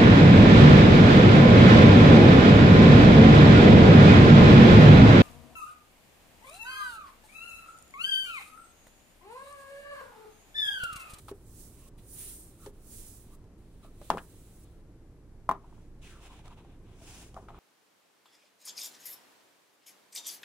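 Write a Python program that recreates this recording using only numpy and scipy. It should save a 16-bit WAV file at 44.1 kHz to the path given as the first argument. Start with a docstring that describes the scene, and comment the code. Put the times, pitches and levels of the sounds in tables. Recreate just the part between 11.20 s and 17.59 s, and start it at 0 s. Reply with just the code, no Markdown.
"""In a small workshop, a wide brush sweeps paper sheets in a plastic tray, close to a pair of microphones.
Bristle tips hiss as grainy noise that follows each sweep, with a drifting band that sings.
The handle taps the tray and knocks hard twice: fading sines ring, noise cracks and rattles.
A gloved hand rustles the sheets in patches of noise, and short rubs glide in pitch.
The room rumbles and hums softly, and its walls add a short echo to the blows."""
import sys
import numpy as np
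from scipy import signal
from scipy.fft import rfft, irfft, next_fast_len
from scipy.io import wavfile
from scipy.ndimage import uniform_filter1d

SR = 44100
rng = np.random.default_rng(int(sys.argv[2]) if len(sys.argv) > 2 else 0)


def volts_from_db(level):
    """Convert decibel levels to linear amplitude ratios."""
    exponent = np.asarray(level, float) / 20
    return 10 ** exponent


def inscribe(sig):
    """Save sig as 16-bit PCM at rate SR to the path in sys.argv[1].

    A 1-D sig is mono; a 2-D sig holds one channel per row.
    Samples are clipped to [-1, 1] before scaling.
    """
    pcm = np.round(np.clip(np.atleast_2d(sig).T, -1, 1) * 32767)
    wavfile.write(sys.argv[1], SR, pcm.astype(np.int16))


N = 281799
T = np.arange(N) / SR  # time in seconds
SIDES = np.array([[1], [-1]])  # left, right


def brush():
    """Thousands of bristle tips flick over the paper grain and sing in a drifting band; the sheet drags too."""
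    # sweeps and the flicks at their turns: fastest_s, rise_s, fall_s, hiss_db, drag_db (relative to hiss)
    strokes = [(0.09, 0.02, 0.036, -53, -3.5), (0.41, 0.19, 0.18, -53, -24), (0.785, 0.014, 0.05, -66, -1),
               (1.018, 0.19, 0.34, -47.5, -12), (1.46, 0.11, 0.06, -59, -10),
               (1.761, 0.15, 0.35, -49.5, -17), (2.145, 0.049, 0.019, -60, -20),
               (2.64, 0.029, 0.07, -64.5, -2.5), (2.836, 0.093, 0.23, -60.5, -3.5)]
    # bristles lying on the paper: touch_s, lift_s, hiss_at_touch_db, hiss_at_lift_db, drag_db (relative to hiss)
    contacts = [(-.05, .1, -58, -64, -12.5), (0.14, 0.688, -69, -58.5, -12), (.78, 1.502, -68.5, -71, -5.5),
                (1.533, 2.155, -72.5, -69.5, -5), (2.38, 2.804, -78.5, -71, -3),
                (2.845, 3.445, -61.5, -63, -11), (3.448, 3.619, -70.5, -80, -2.5)]
    # where the brush is and how it sings: time_s, left_minus_right_db, song_hz, song_db (relative to hiss)
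    places = [(0, -5, 9200, -9), (0.499, -6.5, 9170, -26), (.95, -5, 9800, -0.5), (1.2, -1.5, 9150, -2.5),
              (1.449, -6.5, 9460, -10.5), (2.1, -6, 9600, -14), (2.299, .5, 9050, -4), (2.8, -5, 9180, -14),
              (3.4, -4, 8960, -25), (3.55, 3, 8950, -11)]
    # colour of the bristle hiss: pitch_hz, relative_level_db (per Hz)
    tip_colour = [(2650, -25), (4500, -12.5), (8340, -1), (10700, -2.5), (12000, -6.5), (15100, -11.5),
                  (15700, -4)]
    # colour of the dragging sheet: pitch_hz, relative_level_db (per Hz)
    drag_colour = [(700, -2), (1200, -1), (2500, 6.5), (4000, 8.5), (6500, -13)]
    # sideways lean of the hiss: pitch_hz, left_minus_right_db
    tip_pan = [(4000, -0.5), (9000, 2.4), (14000, -4)]
    stroke_bend = 2.24  # a sweep keeps its speed longer than a bell, then stops short
    drag_steepness = 3.24  # the sheet's drag dies faster with speed than the hiss
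    lift_s = 0.019
    second_song, second_song_db = 1.42, -5  # multiple of the first band's pitch; relative level

    time_s, *rest = np.transpose(places)
    pan_db, song_hz, song_db = (np.interp(T, time_s, column) for column in rest)

    drop_db = swell(strokes, stroke_bend)
    hiss_db, drag_db = np.transpose(strokes)[3:, :, None]
    lying_db = np.array([
        np.interp(T, [touch - lift_s, touch, lift, lift + lift_s],
                  [touch_db - 48, touch_db, lift_db, lift_db - 40], -150, -150)
        for touch, lift, touch_db, lift_db, _ in contacts])
    lying_drag_db = lying_db + np.array(contacts)[:, 4:]
    tip_gain = together(np.r_[hiss_db + drop_db, lying_db])
    drag_gain = together(np.r_[hiss_db + drag_db + drag_steepness * drop_db, lying_drag_db])

    # each side gets its own noise
    song = np.array([band(song_hz, 2500) + volts_from_db(second_song_db) * band(second_song * song_hz, 2600)
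                     for _ in SIDES])
    tips = hiss(tip_colour, grit=1.1, pan=tip_pan) + volts_from_db(song_db) * song
    tips = tips * tip_gain * volts_from_db(0.87 * walk(40.82) + SIDES * pan_db / 2)
    drag = hiss(drag_colour, grit=2.14) * drag_gain * volts_from_db(1.03 * walk(21.33))
    return tips + drag


def blows():
    """Each blow: the handle's short ring, the tray's modes, a crack at contact and a loose rattle."""
    # blows: time_s, ring_peak_db, ring_hz, ring_t60_s, crack_db (relative to ring peak)
    hits = [(0.083, -39, 1260, 0.022, -12), (0.089, -44.5, 1090, 0.037, -10),
            (0.113, -32.5, 397, 0.062, -22), (1.461, -46.5, 870, 0.022, 0), (1.465, -39, 412, 0.13, -14),
            (1.469, -45.5, 516, .048, -28), (2.241, -60, 906, .011, -7), (2.646, -50, 650, 0.042, -12),
            (2.814, -41.5, 574, 0.03, -16.5), (2.902, -10, 953, 0.0089, -19), (2.917, -33, 1010, .016, -33),
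            (2.932, -33, 960, 0.031, -29), (2.937, -32, 383, 0.05, -25), (2.947, -31.5, 455, 0.03, -32),
            (2.957, -35, 194, 0.031, -31), (2.972, -25.5, 1080, 0.0085, -21),
            (2.981, -32, 1520, 0.0094, -14.5), (2.9866, -39, 1660, .011, -22),
            (2.999, -50, 1670, .011, -22), (4.2907, -12.5, 1044, 0.023, -26.5),
            (4.3119, -16, 1040, 0.016, -27.5), (4.443, -50.5, 970, .024, -30),
            (4.526, -51.5, 935, 0.015, -33), (4.579, -56.5, 1000, 0.019, -23),
            (5.192, -51.5, 870, 0.017, -8), (5.257, -51, 830, .015, -3), (5.279, -51.5, 1240, .022, -2.5),
            (5.315, -47, 1020, .018, -18), (5.448, -44.5, 790, 0.0094, -22.5),
            (5.812, -51.5, 655, 0.11, -25), (6.143, -45, 770, 0.0098, -8), (6.1649, -39, 1180, .018, -34),
            (6.167, -35.5, 707, 0.019, -38), (6.175, -33.5, 880, 0.0073, -42),
            (6.185, -45.5, 655, 0.07, -35), (6.285, -40.5, 1270, .03, -29), (6.304, -37, 859, 0.0045, -29),
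            (6.345, -43, 1210, 0.01, -34.5)]
    # modes of the handle: multiple of ring pitch, relative_level_db, multiple of ring t60
    handle_modes = [(.81, -19.5, 1.9), (1., -3.5, 1.), (1.48, -17.5, .6), (2.025, -32.5, 1.01)]
    # modes of the tray: pitch_hz, level_db (relative to the blow), t60_s
    tray_modes = [(30.17, -23, 0.069), (175, -25.5, 0.34), (210.4, -43, .1), (255.6, -24.5, 0.14),
                  (392.8, -30.5, 0.27), (664, -14.5, 0.035), (822, -10.5, 0.05), (1260, -14, 0.015),
                  (1405, -29, 0.066), (1830, -31, 0.044), (2256, -35, .06)]
    # colour of the crack at contact: pitch_hz, relative_level_db (per Hz)
    crack_colour = [(1500, -4), (3000, 2), (6000, -3.5), (10000, -5), (15500, -27.5)]
    # colour of what rattles on after a blow: pitch_hz, relative_level_db (per Hz)
    rattle_colour = [(150, -5), (400, 0.5), (900, 0.5), (1600, -5.5), (2800, -18), (5000, -31),
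                     (15000, -30)]
    # blows at the two microphones: pitch_hz, left_minus_right_db
    blow_pan = [(60, -.5), (380, 0), (700, 1.5), (1300, 3.2), (2400, -3), (15000, -3.5)]
    rattle_db, rattle_per_crack = -8, 0.34  # a harder contact rattles more

    out = np.zeros((2, N + SR))
    t = np.arange(SR // 4) / SR
    cracks, rattles = hiss(crack_colour, grit=1.42), hiss(rattle_colour, grit=3.4)
    crack_shape = np.clip(t / 0.00077, 0, 1) * (fade(t, 0.015) + 0.22 * fade(t, 0.046))
    spread_db = rng.standard_normal((len(hits), len(tray_modes)))
    for (time_s, peak_db, ring_hz, t60_s, crack_db), spot_db in zip(hits, spread_db):
        # contact lasts about a cycle, so the ring swells before it fades
        build_up = 1 - np.exp(-(t * ring_hz / 0.71) ** 2)
        ring = -build_up * sum(
            volts_from_db(db) * fade(t, max(t60_s * longer, 0.005)) * np.sin(2 * np.pi * multiple * ring_hz * t)
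            for multiple, db, longer in handle_modes)
        # each spot stirs the modes differently, and a soft contact misses the high ones
        tray = sum(
            volts_from_db(db + extra_db) / (1 + (hz / ring_hz / 2) ** 4) * fade(t, mode_t60_s)
            * np.sin(2 * np.pi * hz * t)
            for (hz, db, mode_t60_s), extra_db in zip(tray_modes, spot_db))

        start = int(time_s * SR)
        now = slice(start, start + len(t))
        # near the end the remaining noise repeats to fill the blow
        crack = np.resize(cracks[:, now].T, (len(t), 2)).T * crack_shape
        rattle = np.resize(rattles[:, now].T, (len(t), 2)).T * fade(t, 0.06)
        rattle = volts_from_db(rattle_db + rattle_per_crack * crack_db) * rattle
        blow = ring / np.abs(ring).max() + build_up * (tray + rattle) + volts_from_db(crack_db) * crack
        out[:, now] += volts_from_db(peak_db) * blow
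    hz = np.arange(out.shape[1] // 2 + 1) * SR / out.shape[1]
    panned = rfft(out) * volts_from_db(SIDES * table(blow_pan, hz) / 2)
    return irfft(panned, out.shape[1])[:, :N]


def hand():
    """Glove and sheets crinkle in patches: three colours of grainy noise swell with each gesture."""
    # hand on the sheets: fastest_s, rise_s, fall_s, rustle_db, treble_db, low_rub_db
    gestures = [(4.44, 0.075, 0.15, -81, -83, -67), (4.63, .3, 0.097, -77, -75.5, -75),
                (4.84, 0.026, .2, -58, -59, -68), (5.065, 0.087, 0.031, -57.5, -60, -61.5),
                (5.142, 0.1, 0.11, -60, -65, -62.5), (5.26, 0.032, 0.06, -64, -69, -61.5),
                (5.325, 0.044, 0.031, -64, -71.5, -66), (5.384, 0.025, .05, -61.5, -70.5, -59.5),
                (5.51, .2, 0.091, -71, -83, -72), (5.72, .11, 0.11, -69.5, -77, -70.5),
                (5.956, 0.2, 0.18, -56.5, -52.5, -62.5), (6.17, 0.036, 0.15, -73, -69, -62.5),
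                (6.286, 0.0068, 0.032, -63, -71, -53), (6.39, .12, .1, -67, -76, -58)]
    # colour of the rustle: pitch_hz, relative_level_db (per Hz)
    rustle_colour = [(880, -20), (1500, -4), (1920, -5), (2480, 0), (3530, -2.5), (4190, -8), (5000, -26),
                     (6500, -50), (11000, -120)]
    # colour of the treble: pitch_hz, relative_level_db (per Hz)
    treble_colour = [(2940, -28.5), (5000, -11), (5830, -10.5), (6390, -10), (10000, -12), (12000, -20.5),
                     (15000, -26), (15800, -16.5)]
    # colour of the low rub: pitch_hz, relative_level_db (per Hz)
    low_colour = [(450, -13.5), (700, 5), (1050, 1.5), (1500, -5), (2000, -46)]
    levels_db = np.transpose(gestures)[3:, :, None]
    rustle_gain, treble_gain, low_gain = (together(db + swell(gestures)) for db in levels_db)
    rustle = rustle_gain * hiss(rustle_colour, grit=3.0)
    treble = treble_gain * hiss(treble_colour, grit=2.2)
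    low_rub = low_gain * hiss(low_colour, grit=2.5)
    return volts_from_db(1.1 * walk(70)) * (rustle + treble + low_rub)


def rubs():
    """Stick-slip in a band that glides with the contact, wider at higher pitch."""
    # short rubs: loudest_s, rise_s, fall_s, centre_hz, glide_hz_per_s, level_db
    moves = [(0.66, .16, .045, 2800, 2500.5, -73.5), (0.672, .1, 0.074, 1142, 1398, -71.5),
             (1.45, 0.062, 0.022, 1270, 299, -61.5), (2.146, .08, .027, 1098, 1901, -70),
             (2.642, .022, 0.055, 1250, -200, -62), (2.987, .012, 0.01, 2300, 29996, -44.5),
             (4.836, .016, .1, 2755, -9000, -62), (4.93, .08, 0.19, 1450, -5000, -63),
             (5.123, .045, 0.036, 1030, 400, -58.5), (5.325, 0.028, 0.0082, 1016, 499, -53)]
    width_share, smear_s = 0.32, 0.06  # share of the centre; a fast glide widens the band
    out = np.zeros(N)
    for (loudest_s, rise_s, fall_s, centre_hz, glide, level_db), drop_db in zip(moves, swell(moves)):
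        pitch_hz = centre_hz + glide * np.clip(T - loudest_s, -rise_s, fall_s)
        width_hz = width_share * centre_hz + smear_s * abs(glide)
        out += volts_from_db(level_db + drop_db + 0.88 * walk(140)) * band(pitch_hz, width_hz)
    return out


def walls(x):
    """One early reflection off the bench top and a dull, short tail."""
    # colour of the tail: pitch_hz, relative_level_db (per Hz)
    tail_colour = [(100, 3), (2000, -2.5), (6000, -7.5), (16000, -14.5)]
    echo_s, echo_db = 0.009, -19
    tail_t60_s, tail_db = 0.16, -17
    t = np.arange(SR // 2) / SR
    tail = hiss(tail_colour)[:, :len(t)] * fade(t, tail_t60_s) * np.clip(t / 0.011, 0, 1)
    tail *= volts_from_db(tail_db) / np.sqrt(np.sum(tail ** 2) / 2)
    tail[:, int(echo_s * SR)] += volts_from_db(echo_db)
    return x + signal.fftconvolve(x, tail, axes=1)[:, :N]


def workshop():
    """Ventilation rumble, faint hiss and a motor hum that wavers in pitch and level."""
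    # colour of the room noise: pitch_hz, relative_level_db (per Hz)
    room_colour = [(12, -39.5), (20, 6.5), (49, -12.5), (112, -7), (135, -13.5), (168, -14), (245, -16.5),
                   (329, -15.5), (420, -19.5), (467, -23), (663, -30), (967, -33.5), (3430, -46.5),
                   (12500, -49.5), (13500, -59.5), (16000, -71.5)]
    # sideways lean of the room noise: pitch_hz, left_minus_right_db
    room_pan = [(60, -2.5), (300, 0), (1200, 3), (4400, 0)]
    # motor hum, before it wavers: pitch_hz, peak_db
    hum_tones = [(54.5, -55.5), (109, -65), (163.5, -65.5)]
    room_db = -52.5
    wavering_time = np.cumsum(1 + 0.0035 * walk(2.15)) / SR
    hum = sum(volts_from_db(db + 0.86 * walk(8.6)) * np.sin(2 * np.pi * hz * wavering_time) for hz, db in hum_tones)
    return volts_from_db(room_db + 0.5 * walk(0.6)) * hiss(room_colour, pan=room_pan) + hum


def hiss(colour, grit=0., pan=((1, 0), (2, 0))):
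    """Stereo noise whose left-right likeness depends on pitch; grit spreads the sizes of its grains."""
    # how alike left and right are: pitch_hz, likeness (0 to 1)
    likeness = [(60, .97), (290, 0.99), (640, 0.97), (1400, 0.7), (3100, 0.018), (15000, 0.28)]
    size = next_fast_len(N)
    hz = np.arange(size // 2 + 1) * SR / size
    grains = rng.standard_normal((2, N)) * volts_from_db(grit * rng.exponential(1, (2, N)))
    mid, side = rfft(grains, size)
    alike = np.clip(table(likeness, hz), 0, 1)
    both = mid * np.sqrt(1 + alike) + SIDES * side * np.sqrt(1 - alike)
    coloured = both * volts_from_db(table(colour, hz) + SIDES * table(pan, hz) / 2)
    return unit(irfft(coloured, size)[:, :N])


def band(hz, width_hz):
    """Noise in a band whose centre glides: slow random levels carried by a sine and a cosine."""
    turn = 2 * np.pi * np.cumsum(hz) / SR
    return unit(walk(width_hz) * np.sin(turn) + walk(width_hz) * np.cos(turn))


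def walk(rate):
    """Random levels held about 1 / rate s and smoothed twice; spread near 1."""
    hold = int(SR / rate)
    steps = np.repeat(rng.standard_normal(N // hold + 1), hold)
    return 1.6 * uniform_filter1d(uniform_filter1d(steps, hold), hold)[:N]


def swell(rows, bend=2):
    """Drop in dB around each gesture's fastest moment (s, rise s, fall s): a bell; bend squares off its fall."""
    speed_drop_db = 20  # rise and fall times are counted from this far below the peak
    fastest_s, rise_s, fall_s = np.transpose(rows)[:3, :, None]
    before = np.clip((fastest_s - T) / rise_s, 0, None)
    after = np.clip((T - fastest_s) / fall_s, 0, None)
    return -speed_drop_db * (before ** 2 + after ** bend)


def together(db):
    """Gain of unrelated noises that sound at once: their powers add."""
    return np.sqrt(np.sum(volts_from_db(db) ** 2, axis=0))


def fade(t, t60_s):
    """Exponential decay that falls 60 dB in t60_s."""
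    return np.exp(-np.log(1000) * t / t60_s)


def table(rows, hz):
    """Value of (Hz, value) rows, straight on a log-frequency axis."""
    f, v = np.transpose(rows)
    return np.interp(np.log(np.maximum(hz, 1)), np.log(f), v)


def unit(x):
    """Scale to rms 1."""
    return x / np.sqrt(np.mean(x ** 2))


def scene():
    """All sources; the left microphone hears them a little later."""
    left_lag = 2  # samples
    out = walls(blows()) + brush() + hand() + rubs() + workshop()
    out[0] = np.roll(out[0], left_lag)
    return out


def top_cut(x):
    """Nothing passes above 16.5 kHz."""
    return signal.sosfilt(signal.butter(12, 16540, fs=SR, output="sos"), x)


def record(dry):
    """The recorder cuts the top of the treble with a steep low-pass filter."""
    top_hz = 15720
    low_pass = signal.ellip(10, 0.2, 70, top_hz, fs=SR, output="sos")
    finished = signal.sosfilt(low_pass, dry)
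    return top_cut(finished)


dry = scene()
out = record(dry)
inscribe(out)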